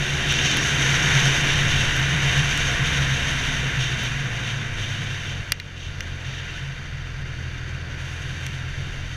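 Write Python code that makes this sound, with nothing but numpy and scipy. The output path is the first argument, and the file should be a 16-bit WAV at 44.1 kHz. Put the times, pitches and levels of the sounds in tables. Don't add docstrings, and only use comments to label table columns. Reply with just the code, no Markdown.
import sys
import numpy as np
from scipy import signal
from scipy.fft import rfft, irfft
from scipy.io import wavfile
from scipy.ndimage import minimum_filter1d

SR = 44100
rng = np.random.default_rng(int(sys.argv[2]) if len(sys.argv) > 2 else 0)


def dump(signal):
    limited = np.clip(np.atleast_2d(signal).T, -1, 1)
    pcm = np.round(limited * 32767).astype(np.int16)
    wavfile.write(sys.argv[1], SR, pcm)


N = 403956
TIME = np.arange(N) / SR
FREQ = np.maximum(np.arange(N // 2 + 1) * SR / N, 1)
CRUISE_HZ, TOP_HZ = 75, 15100

# t/s, f/Hz
CRANK_RATE = [(0.0, 73.2), (0.5, 75.76), (1.1, 77.24), (1.6, 77.5), (2.2, 73.57), (3.0, 69.2), (3.6, 63.8),
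              (4.2, 58.66), (4.7, 53.3), (5.2, 48.43), (5.8, 43.73), (6.4, 42.76), (7.1, 40.7), (7.8, 41.3),
              (9.16, 43.18)]
# t/s, opening (0-1)
THROTTLE = [(0, 1), (1.45, 1), (1.8, 0.21), (3.5, 0.26), (6.8, 0.02), (7.3, 0.73), (8.5, 0.7), (9.1, 0.56)]
# crank multiple, level/dB, boost at full throttle/dB
HUM_ORDERS = [(1, -36.5, -1.5), (2, -30, 4), (3, -33, 9), (4, -29, 5.5)]
# f/Hz, gain/dB
FRAME_RESPONSE = [(41, 6), (51, -3), (69, 5.5), (78, 0), (88, 2), (106, 2.5), (124, -1.5), (136, -6),
                  (155, -15.5), (175, -19.5), (225, -23), (255, -14), (280, -22.5), (305, -21.5)]
# f/Hz, gain/dB
PIPE_RESPONSE = [(200, 4), (250, -17), (300, 3.5), (345, 5.5), (385, -3), (420, -6), (470, -25), (720, -11),
                 (820, -11), (1100, -31)]
# f/Hz, width/Hz, gain/dB
VALVE_MODES = [(1496, 380, 8), (2800, 140, 4.5), (3530, 460, -3.5), (4540, 760, -1), (5860, 630, -59)]
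# t/s, boost of the boom/dB
BUMPS = [(.28, 4), (.45, 4), (.65, 6), (.9, 7), (1.06, 5), (1.15, 10.5), (1.25, 10), (2.0, 6.5), (2.14, 11),
         (2.27, 7), (2.39, 10.5), (2.82, 9.5), (3.0, 9.5), (3.12, 7), (3.61, 5.5), (3.79, 12.5),
         (3.95, 7.5), (4.2, 6), (4.56, 4), (5.0, 8.5), (5.11, 9), (6.27, 9), (6.65, 10.5), (7.2, 8),
         (7.46, 2), (8.28, 7), (8.41, 8), (8.52, 6), (8.64, 10), (8.81, 12)]
# t/s, boost of the air rush/dB
HEADWIND = [(0, -4), (.5, -1.5), (1.1, 2), (1.6, -1.5), (2.4, .5), (5.3, 0.46), (5.5, -1), (6.05, -2),
            (6.45, 2.5), (6.9, -0.1), (8.35, 2), (9.15, -0.5)]
# f/Hz, relative level/dB
BUFFET_SPECTRUM = [(8, -9), (20, -8.5), (26, -3), (31, -5.5), (38, -6), (60, -14), (110, -8), (200, -26)]
# start t/s, length/s, boost of the buffeting/dB
GUSTS = [(1.12, 0.27, 3), (1.58, .28, 8), (2.35, 1.6, 3.5), (4.77, 0.072, 6.5), (5.348, 0.072, 6),
         (5.86, .1, 4), (7.1, 0.38, 2.5), (8.771, 0.27, 7)]
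# f/Hz, width/Hz, gain/dB
CASE_MODES = [(476.4, 20, -3), (702, 75, -5), (1005, 450, -8.5), (1578, 443, 1.65), (1790, 120, -0.5),
              (1972, 390, 0.4), (2344, 510, -0.84), (2730, 67, 1.5), (2860, 250, -2.5), (3106, 310, -1.9),
              (3510, 110, -4.5), (3696.0, 332, -5.5), (4444, 1370, -20), (5685, 440, -13),
              (6120, 320, -11.5), (6470, 420, -14.5), (7170, 1570, -26), (8950, 2800, -30.5),
              (10520, 1950, -31.5), (12464.0, 1700, -38)]
# start t/s, length/s, boost of coarse spray/dB, of fine spray/dB, of mist/dB
WET_STRETCHES = [(.31, 0.034, 4.5, 6.6, 1), (.45, 0.095, 3.5, 7.6, 1), (.63, .03, 1.5, 5.4, 4),
                 (.8, 0.55, 2.5, 5.7, 3.5), (1.486, 0.037, 3, 3, 2.2), (1.697, 0.11, 3, 3.3, 2.2),
                 (2.23, 0.45, 2.5, 3.2, 2.5), (2.844, 0.78, 3, 2.4, 2.7), (3.81, .04, 6.5, 5.6, 3),
                 (3.992, 0.054, 5.5, 4.2, 3.4), (4.44, 0.085, 4.5, 3, 2.2), (4.788, .52, 5, 3.3, 3.4),
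                 (5.773, 0.046, 8, 6, 3), (6.26, 0.15, 7, 5, 2.7), (6.498, 0.11, 5, 2.7, 2.7),
                 (7.995, .55, 4.5, 3, 6), (8.7, 0.44, 2.5, 1.9, 3.1)]
# f/Hz, relative level/dB
ROAD_SPECTRUM = [(40, -24), (90, -8), (165, 6.5), (200, 3), (260, 0), (400, -3), (600, -4.5), (820, -11),
                 (1300, -10.5), (3000, -44)]
# f/Hz, level/dB
WHINE_TONES = [(11719, -94), (14625, -80)]
# t/s, peak level/dB, brightness/(dB per octave), ring time factor, struck spot f/Hz
DROPS = [(0.324, -14, -1, .6, 7150), (0.571, -12, 2, 0.44, 9900), (1.968, -30, 12, .5, 13000),
         (1.999, -27, 7, 0.59, 13000), (2.38, -29, 7, .5, 12500), (2.576, -12, -1, 0.63, 6960),
         (4.036, -29, 6, 0.47, 12000), (5.521, 2, 3.5, 1.12, 4680), (5.5995, -13, -3.5, 1.4, 3950),
         (6.0064, -14.5, -4, 0.89, 5800), (8.4655, -15, -1, 0.77, 6000)]
# f/Hz, level/dB, t60/s
SHELL_MODES = [(1890, -12, 0.017), (2090, -4, 0.015), (2420, -9, 0.023), (2810, -7, 0.025),
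               (3200, -15, 0.024), (3440, -6, 0.0095), (4020, -1.5, 0.0041), (5440, -11, 0.012),
               (5870, -11, 0.011), (7360, -16, 0.0053), (8100, -9, 0.0025), (9000, -24, 0.0044),
               (12600, -21, 0.0047), (13400, -32, .005)]


def undb(db):
    return 10 ** (np.asarray(db) / 20)


def curves(table):
    times, *columns = np.transpose(table)
    return [np.interp(TIME, times, column) for column in columns]


def unit_rms(x):
    return x / np.sqrt(np.mean(x ** 2))


def noise():
    return rng.standard_normal(N)


def shaped(x, gain):
    return unit_rms(irfft(rfft(x) * gain, N))


def colour(points):
    hz, db = np.transpose(points)
    return undb(np.interp(np.log(FREQ), np.log(hz), db)) / (1 + (FREQ / hz[-1] / 2) ** 2)


def resonances(modes):
    gains = (undb(db) / (1 + ((FREQ ** 2 - hz ** 2) / (FREQ * width)) ** 2) for hz, width, db in modes)
    return np.sqrt(sum(gain ** 2 for gain in gains))


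def above(hz):
    return 1 / (1 + (hz / FREQ) ** 16)


def drift(rate_hz):
    return shaped(noise(), np.exp(-(FREQ / rate_hz) ** 2))


def steadied(x, evenness):
    return unit_rms(x / np.abs(signal.hilbert(x)) ** evenness)


def with_speed(db_per_decade):
    crank_hz, = curves(CRANK_RATE)
    return db_per_decade * np.log10(crank_hz / CRUISE_HZ)


def swell(start, length, rise_s, fall_s):
    return np.interp(TIME, [start - rise_s, start, start + length, start + length + fall_s], [0, 1, 1, 0])


def engine(wander=0.0019, rough_db=2, drone_db=-65, drone_load_db=23, even_db=-6,
           clatter_db=-48, clatter_load_db=2):
    crank_hz, = curves(CRANK_RATE)
    throttle, = curves(THROTTLE)
    angle = 2 * np.pi * np.cumsum(crank_hz * (1 + wander * drift(5.4))) / SR

    def order(k, response):
        gain = undb(np.interp(k * crank_hz, *np.transpose(response)))
        return gain * np.sqrt(2) * np.sin(k * angle + rng.uniform(0, 2 * np.pi))

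    hum = sum(undb(db + load_db * throttle + rough_db * drift(26)) * order(round(k), FRAME_RESPONSE)
              for k, db, load_db in HUM_ORDERS)
    drone = sum(undb(even_db * (k % 2 == 0) + drift(15)) * order(k, PIPE_RESPONSE) for k in range(5, 13))
    drone *= undb(drone_db + drone_load_db * throttle)
    clatter = shaped(noise() * (1 + 0.2 * np.cos(2 * angle)), resonances(VALVE_MODES))
    clatter *= undb(clatter_db + clatter_load_db * throttle)
    return (hum + drone) * undb(with_speed(db_per_decade=37)) + clatter


def mount_boom(hz=136.7, width_hz=15, boom_db=-29, headwind_share=0.68):
    jolt_db = sum(db * swell(start, 0, rise_s=0.052, fall_s=0.084) for start, db in BUMPS)
    headwind_db, = curves(HEADWIND)
    swing = shaped(noise(), resonances([(hz, width_hz, 0)]))
    level_db = boom_db + with_speed(db_per_decade=43) + headwind_share * headwind_db + jolt_db
    return steadied(swing, evenness=0.36) * undb(level_db)


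def wind_buffet(buffet_db=-33.5):
    gust_db = sum(db * swell(start, length, rise_s=0.15, fall_s=0.1) for start, length, db in GUSTS)
    turbulence = steadied(shaped(noise(), colour(BUFFET_SPECTRUM)), evenness=0.37)
    return turbulence * undb(buffet_db + with_speed(db_per_decade=33) + gust_db)


def air_and_spray(air_db=-25, coarse_db=-29.5, fine_db=-40.5, mist_db=-46,
                  coarse_hz=2650, fine_hz=4800, mist_hz=6900,
                  grain_db=2.5, flutter_db=0.5, spray_flutter_db=0.58):
    headwind_db, = curves(HEADWIND)
    case = resonances(CASE_MODES)
    air = shaped(noise(), case * np.sqrt(1 - above(coarse_hz)))
    air *= undb(air_db + with_speed(db_per_decade=62) + headwind_db)
    droplets = noise() * undb(grain_db * np.minimum(rng.exponential(size=N), 6))
    wet_db = sum(np.outer(boosts, swell(start, length, rise_s=0.023, fall_s=0.13))
                 for start, length, *boosts in WET_STRETCHES)
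    sizes = [(coarse_db, above(coarse_hz) * (1 - above(fine_hz))),
             (fine_db, above(fine_hz) * (1 - above(mist_hz))),
             (mist_db, above(mist_hz))]
    spray = sum(shaped(droplets, case * np.sqrt(band)) * undb(db + boost_db)
                for (db, band), boost_db in zip(sizes, wet_db))
    spray *= undb(with_speed(db_per_decade=67) + spray_flutter_db * drift(25))
    return (air + spray) * undb(flutter_db * drift(29))


def tyre_roar(roar_db=-34, uneven_db=1.1):
    roar = shaped(noise(), colour(ROAD_SPECTRUM))
    return roar * undb(roar_db + with_speed(db_per_decade=47) + uneven_db * drift(6.1))


def electronic_whine():
    return sum(undb(db) * np.sqrt(2) * np.sin(2 * np.pi * hz * TIME) for hz, db in WHINE_TONES)


def drop_ticks(splash_db=-22, splash_s=0.00081, spot_db=-1, spot_t60=0.0068, contact_s=0.00005):
    ticks = np.zeros(N)
    t = TIME[:SR // 10]
    low_cut = signal.butter(4, 1250, "high", fs=SR, output="sos")
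    for start_s, peak_db, brightness, ring_factor, spot_hz in DROPS:
        ring = 0
        for hz, mode_db, t60 in SHELL_MODES + [(spot_hz, spot_db, spot_t60)]:
            fade = np.exp(-np.log(1000) * t / (t60 * ring_factor))
            ring += undb(mode_db + brightness * np.log2(hz / 5000)) * fade * np.sin(2 * np.pi * hz * t)
        splash = undb(splash_db + brightness) * rng.standard_normal(len(t)) * np.exp(-t / splash_s)
        onset = 1 - np.exp(-t / (contact_s * undb(-3 * brightness)))
        tick = signal.sosfilt(low_cut, (ring / np.abs(ring).max() + splash) * onset)
        start = int(start_s * SR)
        ticks[start:start + len(t)] -= undb(peak_db) * tick / np.abs(tick).max()
    return ticks


def limiter(x, threshold_db=-5, hold_s=0.1, release_db_per_s=14, attack_s=0.0084):
    level_db = 20 * np.log10(np.abs(x).max(axis=0) + 1e-9)
    over_db = np.maximum(level_db - threshold_db, 0)
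    fading_db = np.maximum.accumulate(over_db + release_db_per_s * TIME) - release_db_per_s * TIME
    hold = int(hold_s * SR)
    duck_db = -minimum_filter1d(-fading_db, hold + 1, origin=hold // 2)
    pole = np.exp(-1 / (attack_s * SR))
    for _ in range(2):
        duck_db = signal.lfilter([1 - pole], [1, -pole], duck_db)
    return x * undb(-duck_db)


def scene():
    mono = engine() + mount_boom() + wind_buffet() + air_and_spray() + tyre_roar()
    mono += electronic_whine() + drop_ticks()
    return np.array([mono, mono])


def record(dry):
    high_cut = signal.ellip(8, 0.2, 70, TOP_HZ, fs=SR, output="sos")
    return signal.sosfilt(high_cut, limiter(np.clip(dry, -1, 1)))


dry = scene()
out = record(dry)
dump(out)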